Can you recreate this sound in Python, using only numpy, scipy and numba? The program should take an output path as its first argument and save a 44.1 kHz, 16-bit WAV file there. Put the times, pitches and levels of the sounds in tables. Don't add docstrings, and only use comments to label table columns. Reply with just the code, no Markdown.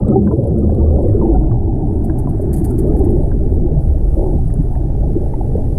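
import sys
import numpy as np
from scipy import signal
from scipy.fft import rfft, irfft
from scipy.io import wavfile
from scipy.ndimage import uniform_filter1d, minimum_filter1d
from numba import njit

SR = 44100
rng = np.random.default_rng(int(sys.argv[2]) if len(sys.argv) > 2 else 0)


def master(y):
    cut = np.clip(np.atleast_2d(y).T, -1, 1)
    pcm = np.round(cut * 32767)
    wavfile.write(sys.argv[1], SR, pcm.astype(np.int16))


N = 254898
T = np.arange(N) / SR


# time_s, large_db, small_db
BUBBLE_BED = [(0, -19.5, -27), (.055, -20.5, -34), (.22, -15.5, -35), (.29, -16, -29.5), (.34, -16.5, -31),
              (.46, -19.5, -24), (.56, -17.5, -31), (.75, -17, -28.5), (.9, -19.5, -27),
              (1.03, -16.5, -23.5), (1.2, -17, -28), (1.26, -18.5, -29), (1.33, -17.5, -30),
              (1.52, -24, -34.5), (1.95, -22.5, -34.5), (2.75, -18, -39), (3.05, -20.5, -36.5),
              (3.32, -23.5, -36), (3.7, -21.5, -36), (4.05, -28.5, -35), (4.44, -26, -41),
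              (4.55, -26.5, -34), (4.68, -25.5, -37.5), (5.1, -26, -37.5), (5.4, -27, -35),
              (5.78, -27.5, -37.5)]
# start_s, length_s, large_db, attack_s, small_offset_db
GUSHES = [(.062, 0.07, -16, .012, -9), (1.19, .12, -17, .04, -12), (2.82, 0.38, -23.5, 0.04, -8.5),
          (4.163, 0.19, -21, 0.0092, -9.5), (5.152, 0.015, -19, 0.01, -18),
          (5.54, 0.045, -23.5, 0.012, -7.5)]

def airflow():
    large_gush = small_gush = 0
    for s, length, db, attack, small_offset_db in GUSHES:
        gush = burst_gain(s, length, db, attack, release_s=.04)
        large_gush += gush
        small_gush += gush * undb(small_offset_db)
    return [20 * np.log10(np.hypot(undb(bed_db), gush)) + 1.1 * waver()
            for bed_db, gush in zip(curves(BUBBLE_BED), (large_gush, small_gush))]


# time_s, level_db
FROTH = [(0, -59), (.1, -48), (.19, -62), (.45, -61.5), (.8, -55), (1, -57), (1.25, -51.5), (1.37, -61.5),
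         (1.6, -63.5), (2.3, -57), (2.85, -55), (3.3, -60.5), (3.9, -60), (4.23, -58), (4.42, -61.5),
         (4.6, -57.5), (4.75, -60.5), (5.2, -59), (5.78, -60)]
# low_hz, high_hz
BUBBLE_BANDS = [(170, 470), (470, 1000), (1000, 2700)]
# freq_hz, gain_db
SURFACE_EQ = [(150, 6.5), (180, -13.5), (203, 2.5), (235, -9), (320, -2.5), (400, -10), (460, -15),
              (560, -17.5), (660, -26), (790, -26.5), (950, -43.5), (1280, -38.5), (1450, -48),
              (1700, -52.5), (2600, -63.5)]
FILLING_EQ = [(150, -9), (205, 8.5), (255, 0.5), (330, 2), (400, 1), (470, -4), (550, -4), (640, -19),
              (750, -18.5), (900, -35.5), (1100, -36), (1280, -41), (1700, -55), (2600, -67)]
SUNK_EQ = [(150, 2.5), (200, 2.5), (260, 0), (335, -1), (410, -3), (480, -3.5), (600, -3.5), (700, -11.5),
           (790, -9.5), (900, -20.5), (1080, -42.5), (1300, -45), (1700, -50), (2600, -62.5)]
LULL_EQ = [(150, -3.5), (200, 3), (260, -1.5), (330, -1.5), (410, -5), (480, -16), (560, -11), (650, -11.5),
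           (760, -12), (900, -20), (1080, -37), (1300, -40.5), (1650, -45), (2600, -62.5)]

def churn(large_db, small_db, near):
    surface = np.interp(T, [.28, .34], [1, 0])
    under = np.interp(T, [1.05, 1.5], [0, 1])
    lull = np.interp(T, [2.75, 2.87, 4.3, 4.42, 4.85, 5.05], [1, 0, 0, 1, 1, 0])
    filling = (swarm(165, 480, per_s=600, cycles=7, spread_db=.6, rise=.012),
               swarm(460, 1020, per_s=1000, cycles=6.5, spread_db=.54, rise=.011),
               swarm(960, 1900, per_s=450, cycles=12, spread_db=3.1, rise=.0091))
    sunk = (swarm(164.3, 458, per_s=750, cycles=2.764, spread_db=1.46, rise=.031),
            swarm(449, 1009, per_s=1100, cycles=3.587, spread_db=1, rise=.031),
            swarm(1000, 2500, per_s=2200, cycles=6, spread_db=1.3, rise=.011))
    levels = large_db, small_db, *curves(FROTH)
    out = 0
    for early, late, db, edges in zip(filling, sunk, levels, BUBBLE_BANDS):
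        early = crossfade(unit(colour(early, FILLING_EQ)), unit(colour(early, SURFACE_EQ)), surface)
        late = crossfade(unit(colour(late, SUNK_EQ)), unit(colour(late, LULL_EQ)), lull)
        out += ride_level(crossfade(early, late, under), db, band(near, *edges), span_s=.06)
    return out


def swarm(lo_hz, hi_hz, per_s, cycles, spread_db, rise):
    draws = np.random.default_rng(rng.integers(2 ** 31)).random((int(per_s * N / SR), 5))
    when, smallness, loudness, sustain, phase = draws.T
    hz = lo_hz * (hi_hz / lo_hz) ** smallness
    peak = undb(-spread_db * np.log(1 - loudness))
    peak *= (hz / lo_hz) ** 1.5
    swell_s = cycles * (.5 + sustain) / hz
    ringing = bubbles(when * N / SR, hz, peak, swell_s, rise * 2 * phase, phase)
    return band(ringing, lo_hz, hi_hz)


@njit
def bubbles(peak_s, hz, peak, swell_s, rise, phase):
    out = np.zeros(N)
    for k in range(len(peak_s)):
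        swell, step = swell_s[k] * SR, 2 * np.pi * hz[k] / SR
        first = int(peak_s[k] * SR - swell)
        ring = peak[k] * np.exp(2 + 2j * np.pi * phase[k])
        pole = np.exp(-2 / swell + 1j * step * (1 - rise[k]))
        glide = np.exp(1j * step * rise[k] / swell)
        for i in range(min(int(8 * swell), N - first)):
            ring *= pole
            pole *= glide
            if first + i >= 0:
                out[first + i] += (i / swell) ** 2 * ring.imag
    return out


# peak_s, pitch_hz, peak_db, swell_cycles
GULPS = [(.035, 200, -10, 3.6), (.05, 1170, -40, 7), (.09, 1300, -43, 9), (.1, 210, -5, 3.6),
         (.068, 520, -22, 3), (.105, 380, -13, 5), (.108, 554, -16, 6.5), (.134, 740, -25, 10),
         (.118, 1070, -39, 7), (.125, 1260, -34, 10), (.189, 202, -9.5, 4), (.228, 196, -11, 8),
         (.224, 1270, -53, 6), (.268, 202, -9, 3.7), (.325, 640, -22, 5), (.335, 440, -14, 7),
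         (.34, 320, -8, 2.5), (.391, 320, -9, 1.8), (.393, 538, -15, 6), (.513, 167, -10.5, 2.3),
         (.585, 560, -22, 3), (.63, 1230, -46, 12), (.669, 213, -14, 9), (.697, 680, -18, 2),
         (.723, 510, -17, 3), (.8, 1170, -45, 12), (.815, 910, -35, 10), (.87, 1140, -46, 14),
         (1.061, 490, -16, 6), (1.09, 1910, -55, 22), (1.151, 405, -6, 2), (1.229, 900, -26, 8),
         (1.224, 500, -20, 3), (1.244, 340, -10, 4.5), (1.255, 770, -23, 7), (1.287, 52, -6, 1.7),
         (1.297, 330, -7.5, 7), (1.312, 740, -27, 10), (1.353, 1390, -44, 10), (1.355, 742, -18.5, 11),
         (1.429, 318, -16, 10), (1.44, 1380, -49.5, 12), (1.53, 114, -6.5, 4), (1.699, 784, -28, 10),
         (1.837, 761, -28, 10), (2.048, 678, -23, 1.8), (2.104, 315, -14, 4.3), (2.275, 690, -21, 1.8),
         (2.399, 585, -20, 2.5), (2.441, 587, -23, 2), (2.618, 318, -11.5, 2.7), (2.807, 342, -12.5, 3.4),
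         (2.851, 587, -19, 2), (2.863, 337, -12.5, 3.4), (2.895, 1233, -46, 18), (2.872, 604, -24, 9),
         (2.903, 622, -22, 2), (3.008, 770, -25, 6), (3.015, 380, -11, 4), (3.071, 346, -9, 2.3),
         (3.146, 355, -13, 5), (3.198, 590, -24, 4), (3.41, 600, -25, 3.5), (3.535, 73, -9, 2.3),
         (3.654, 335, -12, 3), (3.772, 635, -24, 3.5), (3.743, 151, -14, 6.5), (3.78, 130, -10, 2.5),
         (3.949, 604, -24, 3.5), (3.894, 69, -6.5, 1.9), (4.17, 545, -17, 1.8), (4.182, 320, -14, 3),
         (4.195, 530, -14, 1.8), (4.207, 360, -14, 5), (4.26, 380, -18, 9), (4.265, 830, -25, 2),
         (4.285, 350, -17, 5), (4.463, 151, -12, 1.8), (4.39, 770, -27.5, 5), (4.596, 153, -7, 1.8),
         (4.604, 279, -13, 2), (4.764, 680, -24, 2), (5.035, 604, -22, 1.8), (5.062, 587, -23, 1.8),
         (5.042, 790, -29, 5), (5.166, 335, -7, 1.9), (5.34, 880, -26, 3), (5.413, 760, -18, 2.3),
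         (5.49, 130, -12, 3), (5.557, 430, -8, 1.6)]

def gulps():
    peak_s, hz, db, cycles = np.array(GULPS, float).T.copy()
    rise = .05 / cycles
    return bubbles(peak_s, hz, undb(db), cycles / hz, rise, rng.random(len(hz)))


# pitch_hz, gain_db, t60_s
GLUG_MODES = [(386, 1.5, 0.21), (480, -3, .03), (620, -4, 0.025), (775, -3, 0.095), (850, -8, 0.045)]

def glug():
    out, t = np.zeros(N), T[:SR // 3]
    ring = sum(damped_mode(t, hz, db, t60_s) for hz, db, t60_s in GLUG_MODES)
    ring *= 1 - np.exp(-(t / .006) ** 2)
    place(out, ring, start_s=.151, peak_db=-3.5)
    return signal.sosfilt(signal.butter(8, 1000, fs=SR, output="sos"), out)


# start_s, length_s, level_db, pitch_hz
THROBS = [(0.64, 0.49, -16, 74), (1.24, 0.19, -15, 54), (2.97, .14, -19, 66), (3.494, 0.41, -19.5, 66),
          (4, 0.23, -19, 44), (4.314, 0.09, -19, 72), (4.8, 0.25, -22, 43)]

def throbs():
    out, rise_per_s = 0, .35
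    for s, length, db, hz in THROBS:
        pitch_hz = hz * (1 + rise_per_s * np.clip(T - s, 0, 1) + .05 * waver())
        tone = np.sqrt(2) * np.sin(2 * np.pi * np.cumsum(pitch_hz) / SR)
        wobble = undb(3.5 * np.tanh(waver()))
        out += tone * wobble * burst_gain(s, length, db, attack_s=.037, release_s=.1)
    return out


# time_s, level_db
SURGE = [(0, -16.5), (.25, -32.5), (.8, -18), (1.3, -13.5), (1.65, -15.5), (2, -17.5), (2.75, -18.5),
         (2.9, -13.5), (4.2, -13), (4.6, -14.5), (5.78, -16.5)]
POCKETS = [(0, -14.5), (.6, -14.5), (1.35, -19), (1.7, -16.5), (2.2, -18), (3.05, -16), (3.4, -19),
           (4.15, -20), (4.55, -18.5), (4.75, -20), (5.05, -18), (5.38, -22.5), (5.6, -18.5), (5.78, -16.5)]
# freq_hz, gain_db
HEAVE_EQ = [(7.1, -36), (12, 2.5), (64, 1), (126, -4), (166, -8.5), (220, -10), (290, -52), (480, -120)]

def heave(near):
    surge = colour(band(rng.standard_normal(N), 9.6, 62, order=4), HEAVE_EQ)
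    pockets = colour(swarm(60, 177.1, per_s=170, cycles=2.637, spread_db=-1.1, rise=.0049), HEAVE_EQ)
    return (ride_level(surge, *curves(SURGE), band(near, 18, 68), span_s=.05)
            + ride_level(pockets, *curves(POCKETS), band(near, 46, 180), span_s=.046))


# start_s, peak_db, pitch_hz
KNOCKS = [(.085, -46, 3850), (0.09, -44, 2000), (.273, -30.5, 1540), (.274, -53, 2600), (.274, -27, 1000),
          (.311, -21, 1000), (.314, -36, 1360), (.324, -29, 950), (.698, -45, 1620), (1.261, -50.5, 2806),
          (1.214, -21.5, 990), (1.434, -35.5, 1030), (1.512, -31, 1114), (1.513, -42, 1570),
          (1.515, -49.5, 2850), (2.097, -30.5, 1623), (2.272, -23.5, 985), (2.515, -41, 1680),
          (2.709, -38, 1370), (2.965, -45, 1740), (3.012, -35, 1020), (3.071, -35, 1020),
          (3.085, -48, 2940), (3.182, -44, 1850), (3.315, -34, 1580), (4.5, -43, 1880), (4.752, -39, 1780),
          (4.756, -49, 2100), (5.334, -30, 860), (5.337, -41.5, 2020)]
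# pitch_ratio, gain_db, ring_share
FITTING_MODES = [(0.632, 5, 0.83), (0.881, 0.5, 0.91), (1, 5.5, 0.83), (1.171, -6, 0.3),
                 (1.651, -31.5, 0.3)]

def knocks():
    out, t = np.zeros(N), T[:SR // 8]
    ring_cycles, contact_cycles = 75, .9
    for s, db, hz in KNOCKS:
        ring = sum(damped_mode(t, ratio * hz, mode_db, t60_s=share * ring_cycles / hz)
                   for ratio, mode_db, share in FITTING_MODES)
        contact = (1 - np.exp(-t * hz / contact_cycles)) ** 2
        place(out, ring * contact, s, db)
    return out


# time_s, level_db
DRIFT = [(0, -69.5), (1.3, -65.5), (1.5, -71), (3, -63.5), (3.74, -68.5), (3.83, -63), (4, -66),
         (4.2, -61.5), (4.37, -62.5), (4.55, -64.5), (4.9, -65.5), (5.78, -63)]
# freq_hz, gain_db
FIZZ_EQ = [(1410, -33.5), (2400, -7), (3890, -10), (6120, -9), (7160, -9.5), (7620, -8), (8560, -2.5),
           (9630, -3), (10400, -1.5), (11700, -7.5), (13700, -9), (14600, -18), (15500, -28.5)]

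def fizz():
    drift_db, = curves(DRIFT)
    finest = np.interp(T, [0, 3.9], [.15, .9])
    grains = colour(crackle(per_s=7000, spread_db=1.8), FIZZ_EQ)
    crowd = colour(crackle(per_s=17000, spread_db=1.2), FIZZ_EQ)
    grains, crowd = (x / np.std(band(x, 8300, 10120)) for x in (grains, crowd))
    top = signal.sosfiltfilt(signal.butter(8, 11400, "high", fs=SR, output="sos"), grains)
    dull, far_hiss = signal.sosfiltfilt(signal.butter(6, 7300, fs=SR, output="sos"), [grains, crowd])
    sizzle = grains - dull - (1 - finest) * top
    pings = unit(swarm(7600, 11200, per_s=170, cycles=9, spread_db=2.8, rise=.01))
    pings = unit(np.tanh(pings / 10))
    close = undb(-1.4) * sizzle + undb(-6.5) * (1 - finest ** 2 / 2) * pings
    cloud_db = np.interp(T, [1.5, 3, 4.6, 5.2], [-2.5, -.47, .73, 1.4])
    return close * undb(drift_db + .8 * waver()) + far_hiss * undb(.5 * drift_db - 34 + cloud_db)


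# start_s, level_db
SPURTS = [(2.039, -49), (2.18, -47), (2.286, -53.5), (2.407, -53), (2.528, -37), (2.561, -43), (2.579, -46),
          (2.64, -38.5), (2.696, -49), (2.78, -41.5), (2.865, -55), (2.958, -52.5), (2.982, -52.5),
          (3.037, -52), (3.097, -56.5), (3.162, -63.5), (3.531, -59)]

def spurts():
    strength, t = np.zeros(N), T[:SR // 6]
    attack_s, body_s, tail_s = .004, .019, .033
    burst = np.exp(-(t / body_s) ** 4) + undb(-7.5) * np.exp(-t / tail_s)
    burst *= 1 - np.exp(-t / attack_s)
    for s, db in SPURTS:
        add(strength, s, undb(db) * burst)
    jets = crackle(per_s=5500, spread_db=1) * strength
    return housing(jets) / np.std(housing(rng.standard_normal(N)))


# start_s, peak_db, pitch_hz
TICKS = [(.083, -39.5, 8040), (.254, -55, 8140), (.321, -49, 10560), (0.44, -47, 8900), (.471, -44, 10100),
         (.477, -46.5, 8860), (.584, -45, 8700), (.747, -48, 10400), (1.021, -49, 10140),
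         (1.084, -47, 9150), (1.337, -45.5, 9940), (1.392, -50, 10400), (4.479, -41, 9350),
         (4.538, -33, 10430), (4.626, -51, 10300)]

def ticks():
    out, t = np.zeros(N), T[:SR // 40]
    attack_s, decay_s = .001, .0019
    envelope = np.exp(-t / decay_s) * (1 - np.exp(-t / attack_s))
    for s, db, hz in TICKS:
        ping = envelope * np.sin(2 * np.pi * hz * t)
        wall = housing(envelope * rng.standard_normal(len(t)))
        place(out, unit_peak(ping) + .796 * unit_peak(wall), s, db)
    return band(out, 5000, 12500, order=2)


# pitch_hz, width_hz, gain_db
HOUSING_MODES = [(1870, 510, -17), (3240, 150, -22), (4670, 380, -18.5), (6100, 380, -20), (7400, 930, -16),
                 (8600, 190, -5), (8470, 290, -3.5), (9000, 220, -6), (9650, 120, -2), (10460, 150, -1),
                 (10640, 230, -0.5), (11350, 270, -6.5), (12200, 250, -7.5), (12900, 700, -9.5),
                 (14500, 900, -16.5)]

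def housing(x):
    return sum((-1) ** k * undb(db) * signal.lfilter(*signal.iirpeak(hz, hz / width, fs=SR), x)
               for k, (hz, width, db) in enumerate(HOUSING_MODES))


# start_s, peak_db
SNAPS = [(.076, -48.5), (0.441, -44.5), (.672, -55.5), (.705, -54), (.72, -53), (0.747, -47), (0.862, -54),
         (1.143, -50), (1.18, -57), (1.275, -52), (1.295, -53), (1.53, -50.5)]

def spatter():
    faint = unit(band(crackle(per_s=120, spread_db=1.2), 2100, 3600, order=2))
    out = faint * undb(-79.5) * np.interp(T, [1.25, 1.4], [1, 0])
    t, decay_s = T[:SR // 100], .00056
    for s, db in SNAPS:
        click = rng.standard_normal(len(t)) * np.exp(-t / decay_s)
        place(out, band(click, 2000, 4200, order=1), s, db)
    return out


def damped_mode(t, hz, db, t60_s):
    return undb(db) * np.exp(-np.log(1000) * t / t60_s) * np.sin(2 * np.pi * (hz * t + rng.random()))


def crackle(per_s, spread_db):
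    clicks = (rng.random(N) < per_s / SR) * rng.standard_normal(N)
    return unit(clicks * undb(spread_db * np.minimum(rng.exponential(size=N), 4)))


def waver(per_s=14):
    k = int(SR / per_s)
    steps = np.repeat(rng.standard_normal(N // k + 1), k)
    return 1.9 * smooth(steps, k)[:N]


def burst_gain(start_s, length_s, db, attack_s, release_s):
    attack = np.clip((T - start_s) / attack_s, 0, 1)
    return undb(db) * attack * np.exp(-np.maximum(T - start_s - length_s, 0) / release_s)


def ride_level(x, db, near, span_s):
    power = undb(db) ** 2
    power = np.maximum(power - running_power(near, .008), .5 * power)
    return x * np.sqrt(power / running_power(x, span_s))


def running_power(x, span_s):
    return smooth(x ** 2, int(span_s * SR)) + 1e-12


def smooth(x, samples):
    return uniform_filter1d(uniform_filter1d(x, samples), samples)


def colour(x, eq):
    size = 16384
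    hz, db = np.transpose(eq)
    log_hz = np.log(np.fft.rfftfreq(size, 1 / SR) + 1)
    cepstrum = irfft(np.log(undb(np.interp(log_hz, np.log(hz), db))))
    cepstrum[1:size // 2] *= 2
    cepstrum[size // 2 + 1:] = 0
    return signal.fftconvolve(x, irfft(np.exp(rfft(cepstrum))))[:N]


def band(x, lo_hz, hi_hz, order=5):
    return signal.sosfilt(signal.butter(order, [lo_hz, hi_hz], "band", fs=SR, output="sos"), x)


def curves(table):
    s, *columns = np.transpose(table)
    return [np.interp(T, s, column) for column in columns]


def crossfade(a, b, mix):
    return a * (1 - mix) + b * mix


def add(out, start_s, x):
    i = int(start_s * SR)
    out[i:i + len(x)] += x[:N - i]


def place(out, hit, start_s, peak_db):
    add(out, start_s, undb(peak_db) * unit_peak(hit))


def undb(db):
    return 10 ** (np.asarray(db) / 20)


def unit(x):
    return x / np.sqrt(np.mean(x ** 2))


def unit_peak(x):
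    return x / np.abs(x).max()


def scene():
    near = gulps() + glug()
    large_db, small_db = airflow()
    water = near + throbs() + heave(near) + churn(large_db, small_db, near)
    return (water + knocks() + fizz() + spurts() + ticks() + spatter())[None]


def record(dry):
    ceiling, window, top_hz = .93, 512, 15600
    gain = np.minimum(1, ceiling / (np.abs(dry) + 1e-9))
    gain = smooth(minimum_filter1d(gain, 2 * window), window)
    return signal.sosfilt(signal.ellip(8, .2, 70, top_hz, fs=SR, output="sos"), dry * gain)


dry = scene()
out = record(dry)
master(out)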